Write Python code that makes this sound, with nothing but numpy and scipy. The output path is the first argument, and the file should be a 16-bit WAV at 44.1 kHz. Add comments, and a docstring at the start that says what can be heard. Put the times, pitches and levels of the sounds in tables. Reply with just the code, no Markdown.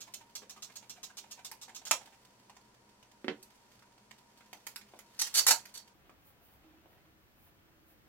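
"""Snipping and peeling a laminated sheet

Close stereo microphones at a cloth-covered bench in a small dry room with a faint hum. Metal snips
nibble along stiff plastic in rushes of tiny fractures, snap through its end and are laid down.
The sheet is flexed, its film peels off in three loud rips and is dropped, and the paper inside is
bent quietly, creaking over a background of low rumble and thin hiss."""
import sys
import numpy as np
from scipy import signal
from scipy.fft import rfft, irfft
from scipy.io import wavfile

SR = 44100
rng = np.random.default_rng(int(sys.argv[2]) if len(sys.argv) > 2 else 0)


def store_pcm(level_fs):
    """Save levels as 16-bit WAV."""
    pcm = np.round(np.clip(level_fs, -1, 1) * 32767).astype(np.int16)
    wavfile.write(sys.argv[1], SR, np.atleast_2d(pcm).T)


N = 356328
TIME_S = np.arange(N) / SR


def amp(db):
    """Decibels to gain."""
    return 10 ** (np.asarray(db) / 20)


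def rms_one(x):
    """Scale to an rms of one."""
    return x / np.sqrt(np.mean(x ** 2) + 1e-20)


def at_hz(points, hz):
    """Read a table on a log-frequency axis."""
    known_hz, values = np.transpose(points)
    return np.interp(np.log(np.maximum(hz, 1)), np.log(known_hz), values)


def in_time(rows):
    """One curve per column, drawn through the times in the first."""
    times_s, *columns = np.transpose(rows)
    return [np.interp(TIME_S, times_s, column) for column in columns]


def butterworth(x, order, hz, kind):
    """Keep the band above one frequency or between two."""
    return signal.sosfilt(signal.butter(order, hz, kind, fs=SR, output="sos"), x)


def colour(x, spectrum, size=4096):
    """Causal (minimum-phase) filter of the given spectral shape and unit energy."""
    cepstrum = irfft(np.log(amp(at_hz(spectrum, np.fft.rfftfreq(size, 1 / SR)))))
    cepstrum[1:size // 2] *= 2
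    cepstrum[size // 2 + 1:] = 0
    response = irfft(np.exp(rfft(cepstrum)))
    return signal.oaconvolve(x, response / np.linalg.norm(response))[:N]


def ring(x, modes):
    """Decaying sines; a mode at 0 dB holds all the energy of the click that strikes it."""
    out = np.zeros(N)
    for hz, db, t60_s in modes:
        decay, angle = amp(-60 / (t60_s * SR)), 2 * np.pi * hz / SR
        sine = signal.lfilter([0, np.sin(angle)], [1, -2 * decay * np.cos(angle), decay ** 2], x + 1e-18)
        out += amp(db) * np.sqrt(2 * (1 - decay ** 2)) * sine
    return out


def fractures(per_s, spread_db, clump_db=5.0, clump_s=0.0025):
    """An endless run of tiny cracks of uneven size and random sign, in stick-slip clumps."""
    knots = np.clip(rng.standard_normal(N // 16), -1.5, 1.5)
    clumps = np.interp(TIME_S / clump_s, np.arange(len(knots)), knots)
    sizes = amp(spread_db * np.clip(rng.standard_normal(N), -2, 2) + clump_db * clumps)
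    return (rng.random(N) < per_s / SR) * sizes * rng.choice([-1, 1], N)


def bursts(cracks, starts_s, lengths_s, levels_db, swells_db=0, first_db=-12.5):
    """Stretches of cracking at given rms levels: a clean break, then a run that may swell and eases."""
    out = np.zeros(N)
    for start_s, length_s, db, swell_db in np.broadcast(starts_s, lengths_s, levels_db, swells_db):
        at = max(int(start_s * SR), 0)
        progress = np.linspace(0, 1, max(int(length_s * SR), 2))
        envelope = np.sqrt(1 - progress ** 2) * amp(swell_db * progress)
        run = rms_one(cracks[at:at + len(progress)] * envelope)
        run[0] = amp(first_db) * np.sqrt(len(run))   # energy relative to the whole run
        out[at:at + len(run)] += amp(db) * rms_one(run)
    return out


def stereo_noise(spectrum, side_db, apart_hz=1200):
    """Steady coloured noise, mostly shared by the microphones in the bass, unrelated in the treble."""
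    mid, side = (colour(rng.standard_normal(N), spectrum) for _ in range(2))
    side = amp(side_db) * side + butterworth(side, 1, apart_hz, "high")
    return mid + side * [[1], [-1]]


# Decay of the small room: frequency_hz, t60_s
ROOM_DECAY = [(150, 0.083), (400, 0.27), (1000, 0.17), (2800, 0.16), (7000, 0.18), (15000, .14)]
# Echoes at the right microphone over the left, at full lean: frequency_hz, gain_db
ECHO_BALANCE = [(150, -1.5), (300, 3), (600, 1.5), (1500, 4.5), (3000, 11.5), (6000, 13.5), (9000, 7.5),
                (15000, 1)]
def echoes(lean, shared_hz=1300, build_s=0.0015, early_db=10.0, early_s=.0032, scatter_s=0.0016):
    """The room at the microphones: a scattered reflection on the right, a tail dying band by band."""
    t = np.arange(SR // 2) / SR
    reflection = amp(early_db) * (t > early_s) * np.exp(-abs(t - early_s) / scatter_s)
    arrivals = 1 - np.exp(-t / build_s) + np.outer([0, 1], reflection)
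    response = np.zeros((2, len(t)))
    edges_hz = np.geomspace(90, 17000, 19)
    for low, high in zip(edges_hz, edges_hz[1:]):
        hz = np.sqrt(low * high)
        decay = amp(-60 * t / at_hz(ROOM_DECAY, hz))
        shared, *own = butterworth(rng.standard_normal((3, len(t))), 2, [low, high], "band")
        tail = (shared + hz / shared_hz * np.array(own)) * arrivals * decay
        tail /= np.linalg.norm(tail, axis=1, keepdims=True)
        balance = amp(lean * at_hz(ECHO_BALANCE, hz) * np.array([[-.5], [.5]]))
        response += tail * np.sqrt(2 * (high - low) / SR) * balance
    return response


def room(x, wet_db, lean, lowest_hz=140, lag_s=.0001, moves_per_s=2.6):
    """Direct sound, reaching the left microphone first, and echoes that change as the hands move."""
    left = butterworth(x + 1e-18, 3, lowest_hz, "high")   # small things radiate no bass
    right = np.pad(left, (round(lag_s * SR), 0))[:N]
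    angle = 2 * np.pi * moves_per_s * TIME_S
    tail = sum(signal.oaconvolve([left * share], echoes(lean), axes=1)[:, :N]
               for share in (np.cos(angle), np.sin(angle)))
    return np.array([left, right]) + amp(wet_db) * tail


# Air all around the microphones: frequency_hz, level_db
AIR_SPECTRUM = [(29, -35), (50, -1), (116, -14), (155, -17), (213, -2), (329, -4), (765, -7), (927, -8),
                (1070, -11), (1330, -11.5), (3950, -20.5), (4560, -18), (7950, -22), (13500, -32.5),
                (16000, -37.5)]
# Hum of the room: pitch_hz, width_hz, level_db
HUM_TONES = [(122.3, 8, -77), (208.4, 20, -74), (398.4, 7.5, -84.5), (938, 8.2, -75), (1000, 10, -79.5)]
def room_tone(air_db=-69):
    """Steady air, and narrow bands of noise heard as a wavering hum."""
    hum = 0
    for hz, width_hz, db in HUM_TONES:
        t60_s = np.log(1000) / np.pi / width_hz
        hum += amp(db) * rms_one(ring(rng.standard_normal(N), [(hz, 0, t60_s)]))
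    return amp(air_db) * stereo_noise(AIR_SPECTRUM, side_db=-9.5) + hum


# Fingers and loose film sliding on the plastic: time_s, level_db
RUB_LEVELS = [(0.0, -67), (0.2, -70.5), (0.43, -73), (0.58, -69), (1.9, -70), (2.13, -68.5), (2.79, -76),
              (3.29, -74.5), (3.4, -68), (3.91, -73.5), (5.09, -66.5), (5.25, -58), (5.37, -47.5),
              (5.42, -47), (5.5, -55), (5.65, -60), (5.81, -68.5), (5.93, -76)]
# That friction from close by: frequency_hz, level_db
RUB_SPECTRUM = [(300, -10.5), (1000, -1.5), (2500, -0.5), (4500, -1), (7500, -5), (11000, -10), (16000, -8)]
def rubbing(per_s=2470, spread_db=4.0, level_db=-6.5):
    """Fine friction on the plastic: a dense run of tiny slips."""
    rub_db, = in_time(RUB_LEVELS)
    return amp(rub_db + level_db) * colour(rms_one(fractures(per_s, spread_db)), RUB_SPECTRUM)


def crinkling():
    """Lone faint crackles as the handled plastic flexes."""
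    return rubbing(per_s=42, spread_db=7.5)


# Strokes of the snips, a bite and then a bump as the jaws reopen:
# start_s, bite_db, length_s, swell_db, bump_db, bump_pitch_hz
STROKES = [(0.0064, -39, 0.022, 11, -50.5, 1020), (0.1385, -32.5, 0.0098, 3, -52, 940),
           (0.3527, -33, .019, 2, -50, 433), (0.4957, -38.5, 0.017, -1, -50, 1210),
           (0.623, -37.5, 0.036, -9, -51, 510), (0.7574, -37, 0.015, 11, -51.5, 920),
           (0.896, -37.5, 0.024, -5, -51, 705), (1.031, -35.5, 0.02, -8, -52.5, 1590),
           (1.1704, -36.5, 0.027, 5, -51.5, 897), (1.311, -37, 0.019, 9, -48, 960),
           (1.4474, -35, 0.025, 0, -45.5, 984), (1.6147, -39, 0.025, 9, -44, 1000),
           (1.7487, -37, .023, 12, -53, 970), (1.853, -35.5, 0.032, 1, -40, 950)]
# Plastic crunching in the jaws, and the bright edge of a break: frequency_hz, level_db
CRUNCH_SPECTRUM = [(200, -26.5), (900, -12.5), (2000, -19.5), (2700, -9), (3300, -6.5), (4500, -4.5),
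                   (6700, -2), (8200, -5.5), (10500, -19), (12000, -16), (16000, -18)]
BRIGHT_SPECTRUM = [(1000, -22), (4000, -3.5), (8000, -1.5), (12000, -0.5), (16000, -8)]
# The steel blades: pitch_hz, level_db, t60_s
BLADE_MODES = [(3437, -18, .08), (4274, -17, .1), (4498, -14, .1), (5800, -18, .06), (6680, -15, .1),
               (8106, -21, .08)]
def cutting(level_db=-12.5, ring_db=-1.5, edge_db=-4.0, edge_db_per_s=-450):
    """Each bite is a rush of small fractures that sets the blades ringing; slower bites are duller."""
    start_s, bite_db, length_s, swell_db, _, _ = np.transpose(STROKES)
    cracks = fractures(per_s=4000, spread_db=3.5, clump_db=3.5)
    force = bursts(cracks, start_s, length_s, bite_db + level_db, swell_db, first_db=-8.0)
    edge = bursts(cracks, start_s, length_s, bite_db + level_db + edge_db + edge_db_per_s * length_s)
    blades = amp(ring_db) * ring(force, BLADE_MODES)
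    return colour(force, CRUNCH_SPECTRUM) + blades + colour(edge, BRIGHT_SPECTRUM)


# Loose plastic flapping: frequency_hz, level_db
FLAP_SPECTRUM = [(100, -35), (300, -18.5), (600, -7), (900, 0), (1300, -4), (2400, -3.5), (4000, -9),
                 (16000, -36.5)]
def nudging(level_db=-11.5, scrape_db=-9.0, t60_s=.022, reopen_s=.067, fall_s=.097, bounce_s=.057):
    """Reopening jaws bump the sheet, its pitch set by the grip; after the last cut the strip bounces."""
    bumps = [(start_s + reopen_s, db, hz) for start_s, *_, db, hz in STROKES]
    landing_s = LAST_CUT[0] + fall_s
    bounces = [(landing_s + k * bounce_s, -49 - 3 * k, 890) for k in range(3)]
    cracks = fractures(per_s=2300, spread_db=10.5)
    force, ringing = np.zeros((2, N))
    for start_s, db, hz in bumps + bounces:
        push = bursts(cracks, start_s, lengths_s=0.02, levels_db=db + level_db, first_db=-9.0)
        force += push
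        ringing += ring(push, [(hz, 0, t60_s)])
    return colour(force, FLAP_SPECTRUM) + ringing + amp(scrape_db) * colour(force, CRUNCH_SPECTRUM)


# Sharp ticks of the plastic, in the hands or inside a bite of the snips: start_s, level_db, hollow_db,
# treble_db
SHEET_TICKS = [(1.515, -41, -13, -1), (1.868, -34, -14, -22), (2.497, -43.5, -4.5, -40),
               (2.567, -44.5, -8, -40), (3.028, -47, -11, -37), (3.428, -55, -30, 7.5),
               (3.824, -52.5, 0.5, -35), (3.979, -53, -1.5, -33), (4.111, -39.5, -11, -37),
               (4.408, -54, 5.5, -37), (4.53, -34.5, -7, -19), (4.668, -31, -10.5, -6),
               (4.76, -31, -30, -9), (4.813, -44, -30, -35), (4.99, -40, -8, -12), (5.655, -38.5, -34, -13),
               (6.095, -55, 7, -40)]
# A tick and its hollow body: frequency_hz, level_db
TICK_SPECTRUM = [(200, -21), (800, -10.5), (2000, 2), (4500, -5), (7000, -5), (10000, -17), (16000, -17.5)]
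HOLLOW_SPECTRUM = [(150, -24.5), (400, -5.5), (800, 0.5), (1400, 1.5), (2300, -4), (4000, -17.5),
                   (16000, -44.5)]
def ticking(level_db=-7.0, tick_db=-4.0, bright_db=5.0, length_s=.0025):
    """The plastic cracks in short sharp ticks, some hollow, some thin."""
    start_s, db, hollow_db, treble_db = np.transpose(SHEET_TICKS)
    cracks = fractures(per_s=8000, spread_db=6.0)
    parts = [(TICK_SPECTRUM, tick_db), (HOLLOW_SPECTRUM, hollow_db),
             (BRIGHT_SPECTRUM, treble_db + bright_db)]
    return sum(colour(bursts(cracks, start_s, length_s, db + level_db + part_db, first_db=0.0), spectrum)
               for spectrum, part_db in parts)


# The cut through the end of the sheet: start_s, level_db
LAST_CUT = (1.9112, -11.5)
# Its crack from close by: frequency_hz, level_db
CRACK_SPECTRUM = [(100, -26), (200, -14.5), (400, -13.5), (650, -5.5), (1000, 2), (1400, -8.5), (1900, -11),
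                  (2450, -2.5), (3100, -6), (4500, -8), (6400, -3), (8500, -7.5), (11500, -16.5),
                  (16000, -17.5)]
def breaking(level_db=-10.0, length_s=0.0059):
    """The blade tips close: one hard crack, and splinters for a few milliseconds."""
    start_s, db = LAST_CUT
    splinters = fractures(per_s=9000, spread_db=4.0)
    return colour(bursts(splinters, start_s, length_s, db + level_db, first_db=1.5), CRACK_SPECTRUM)


# The snips landing on the bench: start_s, level_db, metal_db
LANDINGS = [(3.2445, -27.5, -16), (3.282, -21.5, 0)]
# The thud through the cloth and the clack of steel: frequency_hz, level_db
THUD_SPECTRUM = [(50, -32), (120, -23), (175, 6), (380, -4), (480, -7.5), (750, -22), (2000, -19),
                 (16000, -82)]
CLACK_SPECTRUM = [(100, -20.5), (400, 9), (1100, -6), (1900, 2), (2600, -3.5), (3200, -3), (4800, -13.5),
                  (7000, -27.5), (11000, -52), (16000, -51)]
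# The bench top: pitch_hz, level_db, t60_s
BENCH_TOP_MODES = [(174, -4.5, .1), (230, -13, 0.19), (295, -6.5, 0.1), (379, -6, 0.15), (577, -26, 0.16)]
def setting_down(thud_db=13.5, clack_db=13.0, ring_db=-3.5, rattle_db=-20.0, rattle_s=0.019):
    """The handle lands first, then the steel head, which rattles briefly at its pivot."""
    start_s, db, metal_db = np.transpose(LANDINGS)
    at = (start_s * SR).astype(int)
    blow, metal = np.zeros((2, N))
    blow[at] = amp(db + thud_db)
    metal[at] = amp(db + metal_db + clack_db)
    metal += bursts(fractures(per_s=900, spread_db=5.0), start_s, rattle_s, db + metal_db + rattle_db)
    bench = colour(blow, THUD_SPECTRUM) + amp(ring_db) * ring(blow, BENCH_TOP_MODES)
    return bench + colour(metal, CLACK_SPECTRUM)


# Pops of the flexed sheet: start_s, level_db
FLEX_POPS = [(4.937, -40), (6.095, -45.5), (6.858, -50), (6.978, -55.5)]
# Their dull tone: frequency_hz, level_db
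POP_SPECTRUM = [(100, -18), (300, 8), (700, 13), (1200, -1), (2000, -6), (3500, -13), (6000, -40),
                (16000, -50)]
def popping(level_db=-5.0, length_s=0.0017):
    """The bent sheet buckles with a soft pop."""
    start_s, db = np.transpose(FLEX_POPS)
    cracks = fractures(per_s=5000, spread_db=4.0)
    return colour(bursts(cracks, start_s, length_s, db + level_db, first_db=3.0), POP_SPECTRUM)


# Film tearing loose, then sliding onto the papers:
# start_s, length_s, level_db, swell_db, jerk_db, flap_db, pitch_hz
PULLS = [(5.191, .0225, -34, -3, -26, -21, 6300), (5.239, .029, -45.5, -3, -41, -17.5, 3180),
         (5.342, 0.041, -26, 12.5, -23.5, -25.5, 4624), (5.466, .042, -22, 2, -20.5, -12, 4530),
         (5.74, 0.034, -49, -7, -46, -24, 4540)]
# The tearing from close by: frequency_hz, level_db
TEAR_SPECTRUM = [(88, -67.5), (170, -35.5), (550, -28.5), (923, -18), (1300, -14.5), (2300, -10.5),
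                 (3200, -6), (4700, 1.5), (6100, 2), (12200, -6), (14500, -9), (16000, -14)]
# The laminated sheet: pitch_hz, level_db, t60_s
LAMINATE_MODES = [(937, -30, .1), (3100, -20, .03), (4600, -14, .025), (6070, -23, .015), (7970, -20, .02)]
def peeling(level_db=-2.5, ring_db=-7.5, t60_s=.018, jerk_share=.45, jerk_flap_db=3):
    """The bond lets go in dense slips, then with a fading jerk; the freed film rings and flaps."""
    slips = fractures(per_s=4000, spread_db=7.0)
    force, flapping, film = np.zeros((3, N))
    for start_s, length_s, db, swell_db, jerk_db, flap_db, hz in PULLS:
        pull = bursts(slips, start_s, length_s, db + level_db, swell_db, first_db=-17.0)
        jerk = bursts(slips, start_s + length_s, jerk_share * length_s, jerk_db + level_db, swells_db=-10)
        force += pull + jerk
        flapping += amp(flap_db) * (pull + amp(jerk_flap_db) * jerk)
        film += ring(pull + jerk, [(hz, ring_db, t60_s)])
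    sheet = ring(force, LAMINATE_MODES)
    return colour(force, TEAR_SPECTRUM) + sheet + film + colour(flapping, FLAP_SPECTRUM)


# Low background at the microphones near the end: frequency_hz, level_db
RUMBLE_SPECTRUM = [(15, -53), (25, -13), (75, -5.5), (177, -12), (211, -11), (314, -15), (394, -16),
                   (519, -21.5), (574, -17), (619, -22.5), (1530, -22.5), (5480, -35), (10000, -41),
                   (13000, -62), (22000, -120)]
def rumble(level_db=-68.5):
    """A faint, steady rumble of deep noise."""
    return amp(level_db) * stereo_noise(RUMBLE_SPECTRUM, side_db=-5.5)


# Paper bent in the hands: time_s, strain_db, creak_db
PAPER_BENDS = [(5.95, -74, -72), (6.11, -71.5, -70.5), (6.29, -86, -73.5), (6.55, -79, -72),
               (6.62, -68, -67.5), (6.86, -67, -70.5), (6.95, -79, -69.5), (7.15, -75, -76.5),
               (7.21, -84, -78.5), (7.63, -74.5, -73.5), (8.03, -79, -79), (8.05, -68, -70)]
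# Its creak: frequency_hz, level_db
CREAK_SPECTRUM = [(100, -27), (300, 1), (700, 3), (1500, -6.5), (3000, -7), (8000, -29.5)]
def bending_paper(sliding, creak_db=-4.5, drone_db=-2.0, rustle_db=-11.5, pitch_hz=320, t60_s=0.15):
    """Taut paper creaks and drones with the strain, and rustles under sliding fingers."""
    strain_db, creaking_db = in_time(PAPER_BENDS)
    friction = rms_one(fractures(per_s=1000, spread_db=2.0))
    creak = (amp(creaking_db + creak_db) + amp(rustle_db) * sliding) * colour(friction, CREAK_SPECTRUM)
    drone = amp(strain_db + drone_db) * ring(friction, [(pitch_hz, 0, t60_s)])
    return creak + drone


# Thin high background hiss that swells now and then: frequency_hz, level_db
HISS_SPECTRUM = [(1000, -30), (8000, -16), (10500, -9), (13000, -2), (15500, 0)]
def high_hiss(sliding, rest_db=-76):
    """A faint steady background hiss, with swells that follow the sliding fingers."""
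    return (amp(rest_db) + sliding) * stereo_noise(HISS_SPECTRUM, side_db=-20.0)


# Fingers shifting their grip on the paper: middle_s, level_db
GRIP_SHIFTS = [(6.28, -65.5), (6.455, -68), (6.535, -70), (6.92, -78), (7.405, -74), (7.465, -69.5),
               (7.905, -69.5)]
def finger_slides(half_width_s=0.034):
    """Strength of the sliding: a smooth rise and fall for each shift of grip."""
    return sum(amp(db) * np.exp(-((TIME_S - middle_s) / half_width_s) ** 2)
               for middle_s, db in GRIP_SHIFTS)


def scene(paper_s=5.93, fade_s=0.0081):
    """The bench from close by; at paper_s rubbing gives way to paper, room tone to rumble and hiss."""
    later = np.clip((TIME_S - paper_s) / fade_s, 0, 1)
    earlier = 1 - later
    snips = room(cutting() + nudging() + breaking(), wet_db=1.0, lean=0.93)
    ticks = room(ticking() + popping() + earlier * crinkling(), wet_db=2.5, lean=0.9)
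    bench = room(setting_down(), wet_db=-0.5, lean=0.31) * amp([[-3.0], [2.0]])   # off to the right
    film = room(peeling(), wet_db=0.0, lean=1.0, lowest_hz=293.6)
    sliding = finger_slides()
    friction = earlier * rubbing() + later * bending_paper(sliding)
    hiss = later * high_hiss(sliding)
    hands = room(friction, wet_db=2.5, lean=.2)
    background = earlier * room_tone() + later * rumble()
    return snips + ticks + bench + film + hands + hiss + background


def record(dry):
    """The microphone signal, cut steeply above 16 kHz."""
    return signal.sosfilt(signal.ellip(12, .1, 80, 16000, fs=SR, output="sos"), dry)


dry = scene()
out = record(dry)
store_pcm(out)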